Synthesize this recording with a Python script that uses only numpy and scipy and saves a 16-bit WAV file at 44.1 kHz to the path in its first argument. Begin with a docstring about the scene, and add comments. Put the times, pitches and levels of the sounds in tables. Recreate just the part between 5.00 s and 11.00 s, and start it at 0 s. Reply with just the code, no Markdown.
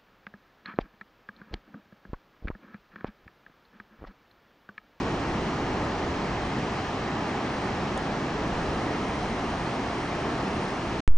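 """A large waterfall drops into a churning pool in a rock gorge, far from a hand-held stereo camera.
The plunge rumbles, roars and splashes, surging as heavier masses of water reach the pool;
above it the falling sheet and its spray rush almost evenly, dulled by the air on the way.
The gorge walls scatter the sound, so it differs between the two microphone ports.
Close by there is only one tiny tick on the camera body and a faint high hiss."""
import sys
import numpy as np
from scipy import signal
from scipy.fft import rfft, irfft, next_fast_len
from scipy.io import wavfile
from scipy.ndimage import uniform_filter1d, map_coordinates

SR = 44100
rng = np.random.default_rng(int(sys.argv[2]) if len(sys.argv) > 2 else 0)


def to_wav(sig):
    """Store sig (one row per channel, or 1-D mono) as 16-bit WAV at the path in sys.argv[1].

    Samples outside -1..1 are clipped; the rate is SR.
    """
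    pcm = np.clip(np.atleast_2d(sig), -1, 1) * 32767
    pcm = np.round(pcm).astype(np.int16)
    wavfile.write(sys.argv[1], SR, pcm.T)  # frames by channels


N = 264820


def waterfall(rumble_db=-43, roar_db=-33.0, splash_db=-41.0, rush_db=-33.5, rush_follows=.05):
    """The plunge throbs and splashes; the spray, summed over a wide face, stays nearly even."""
    # Four spectra as heard across the gorge. Each row: frequency in Hz, spectral level in dB.
    heaving_pool = [(10, -17.5), (22, -2), (35, -6.5), (46, 3), (80, 1.5), (104, -1.5), (180, -31.5),
                    (600, -120)]
    plunging_water = [(30, -22), (70, -12), (104, -4.5), (128, 1.5), (160, 0), (195, 1.5), (245, 0.2),
                      (300, 0.4), (420, -2.5), (600, -14), (1200, -22), (3000, -66.5)]
    water_falling_back = [(60, -120), (350, -39), (580, -5.5), (720, 0), (900, -1.5), (1150, -8.5),
                          (2000, -35.5), (6000, -120)]
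    sheet_and_spray = [(100, -12), (350, -3.5), (570, -2.5), (730, 0.25), (1000, -2.5), (1250, -2.5),
                       (1450, -7.5), (1680, -6), (3150, -14.5), (3700, -20), (4100, -18), (4550, -21),
                       (5200, -21), (6500, -26), (8000, -35), (9600, -53.5), (10800, -84)]
    rumble_rise_db, roar_rise_db, splash_rise_db = surges()
    roar_waver_db = 0.15 * wobble(8.9)
    rush_waver_db = rush_follows * roar_rise_db + 0.12 * wobble(6.0)
    rumble = amp(rumble_db + rumble_rise_db) * from_afar(heaving_pool, patchy_db=0.1)
    roar = amp(roar_db + roar_rise_db + roar_waver_db) * from_afar(plunging_water, patchy_db=0.3)
    splash = amp(splash_db + splash_rise_db) * from_afar(water_falling_back, patchy_db=0.2)
    rush = amp(rush_db + rush_waver_db) * from_afar(sheet_and_spray, patchy_db=0.57)
    return rumble + roar + splash + rush


def surges():
    """Masses of water reach the pool: smooth swells and dips in dB for rumble, roar and splash."""
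    # Each row: crest in seconds, length in seconds, rise in dB of the rumble, the roar and the splash.
    water_masses = [(.33, 1, 4, 2.5, -1), (.8, 0.5, 3, 2.5, 3.2), (1.1, 0.3, 5, 2, 1),
                    (1.4, .3, 7.5, -0.5, 3), (1.553, 0.35, -2, 2, -1), (2.42, 1, -3.5, 1.5, 2.7),
                    (2.832, 0.48, 4, 2, .3), (3.08, .4, 1.5, 0.5, 3), (3.523, 0.67, 6.5, 1.5, 2.5),
                    (3.923, 0.78, 2, 2, 3.5), (4.21, .45, 3.5, .5, -2), (4.527, 0.38, 3, -1, 1.5),
                    (4.78, .25, -8, 1, 3), (5.2, .25, 3, 0.7, 2.8), (5.462, 0.69, 3, 1.7, 3),
                    (5.98, .3, 6, -0.5, -1)]
    curves_db = np.zeros((3, N))
    for crest_s, length_s, *rise_db in water_masses:
        half_s = length_s / 2
        swell = ramp(crest_s - half_s, half_s) - ramp(crest_s, half_s)
        curves_db += np.outer(rise_db, swell)
    return curves_db


def from_afar(spectrum, patchy_db, bend_below_hz=420):
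    """Far water at rms 1: direct sound reaches both ports; what the walls scatter differs between them."""
    # The stereo width. Each row: frequency in Hz, side minus mid in dB.
    width = [(30, -31), (65, -42.5), (110, -44), (200, -32.5), (300, -25), (540, -10.5), (750, -15.5),
             (1200, -11), (1450, -7.5), (2200, -10), (3500, -3.5), (5400, -8.5), (6500, -4.5), (8500, -16)]
    # The level gap between the ports. Each row: frequency in Hz, left minus right in dB.
    balance = [(350, -0.5), (600, -1), (1400, -1.1), (1900, 0), (2600, 0.5), (3200, 1), (3900, 4),
               (4600, 3), (5100, 5), (6300, 1.5), (7600, 0.5)]
    # The phase gap between the ports. Each row: frequency in Hz, lead of the left in radians.
    lead = [(300, 0.31), (1000, 0.053), (1500, 0.17), (2400, 0.83), (2900, 0.9), (3800, 0.76), (4300, 0.61),
            (4750, 1), (5400, 0), (8000, 0.14)]

    def ports(hz):
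        # long waves bend round the camera and arrive alike on both sides
        shade = hz ** 4 / (hz ** 4 + bend_below_hz ** 4)
        phase = np.outer([.5, -.5], shade * along(lead, hz))
        return panned(shade * along(balance, hz)) * np.exp(1j * phase)

    direct, scattered = churn(spectrum, patchy_db)
    side = filtered(scattered, lambda hz: amp(along(width, hz)))
    return unit(filtered(np.array([direct + side, direct - side]), ports))


def churn(spectrum, patchy_db):
    """Two unrelated coloured noises whose bands swell and sink in random patches."""
    bands = signal.stft(rng.standard_normal((2, N)), nperseg=512)[2]
    patches = rng.standard_normal(bands.shape[1:])
    patches = uniform_filter1d(patches, size=5, axis=0)  # smooth across frequency
    patches = uniform_filter1d(patches, size=18, axis=1)  # and across time
    pair = signal.istft(bands * amp(patchy_db * unit(patches)), nperseg=512)[1][:, :N]
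    return filtered(pair, lambda hz: amp(along(spectrum, hz)))


def camera_tick(contact_ms=.3):
    """A small hard contact rings the camera's plastic shell, right at the microphone."""
    # The tick and its rebound. Each row: start in seconds, level in dB, left minus right in dB.
    contacts = [(2.976, -32.5, -4.5), (2.979, -43, -4.5)]
    # The shell's modes. Each row: frequency in Hz, level in dB, seconds to fall by 60 dB.
    shell_modes = [(3400, 0, .012), (6260, -4, 0.0058), (6750, 0, 0.0061), (8300, -7, 0.008),
                   (9000, -4, 0.0082), (9600, -8, 0.008)]
    t = np.arange(SR // 20) / SR
    ring = sum(amp(db - 60 * t / t60) * np.sin(2 * np.pi * hz * t) for hz, db, t60 in shell_modes)
    ring *= 1 - np.exp(-t * 1000 / contact_ms)
    out = np.zeros((2, N))
    for start_s, db, balance_db in contacts:
        start = round(start_s * SR)
        out[:, start:start + len(t)] += np.outer(panned(balance_db), amp(db) * ring)
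    return out


def hiss(faint_db=-69.5, rise_db=4, side_db=-10):
    """A faint narrow hiss near the microphone, almost centred; it grows once and stays there."""
    # Its colour. Each row: frequency in Hz, spectral level in dB.
    spectrum = [(7500, -36), (8400, 0.5), (8720, 12.5), (9000, 5), (9220, 3.5), (9450, -4.5), (9900, -6.5),
                (10400, -29)]
    level_db = faint_db + rise_db * ramp(start_s=3.3, length_s=0.63)
    mid, side = churn(spectrum, patchy_db=2.0)
    side = amp(side_db) * side
    return amp(level_db) * unit(np.array([mid + side, mid - side]))


def amp(db):
    """Decibels to gain."""
    return 10 ** (np.asarray(db) / 20)


def unit(x):
    """x at rms 1."""
    return x / np.sqrt(np.mean(x ** 2) + 1e-20)


def along(points, hz):
    """(Hz, value) points read on a log frequency axis."""
    point_hz, values = np.transpose(points)
    return np.interp(np.log(hz + 1), np.log(point_hz + 1), values)


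def wobble(knots_per_s):
    """A smooth random curve."""
    knots = rng.standard_normal(int(N * knots_per_s / SR) + 4)
    return map_coordinates(knots, [np.arange(N) * knots_per_s / SR])


def ramp(start_s, length_s):
    """A smooth rise from 0 to 1, one value per sample."""
    progress = np.clip((np.arange(N) / SR - start_s) / length_s, 0, 1)
    return np.sin(np.pi / 2 * progress) ** 2


def filtered(x, response):
    """x through a filter given as a complex response of frequency in Hz."""
    size = next_fast_len(N + SR // 2)
    hz = np.fft.rfftfreq(size, 1 / SR)
    return irfft(rfft(x, size) * response(hz), size)[..., :N]


def panned(balance_db):
    """Left and right gains for a level difference."""
    return amp([balance_db / 2, -balance_db / 2])


def scene():
    """The waterfall across the gorge, with the small sounds at the microphone."""
    return waterfall() + camera_tick() + hiss()


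def record(dry, top_hz=10840):
    """The camera keeps nothing above its band limit."""
    return filtered(dry, lambda hz: hz < top_hz)


dry = scene()
out = record(dry)
to_wav(out)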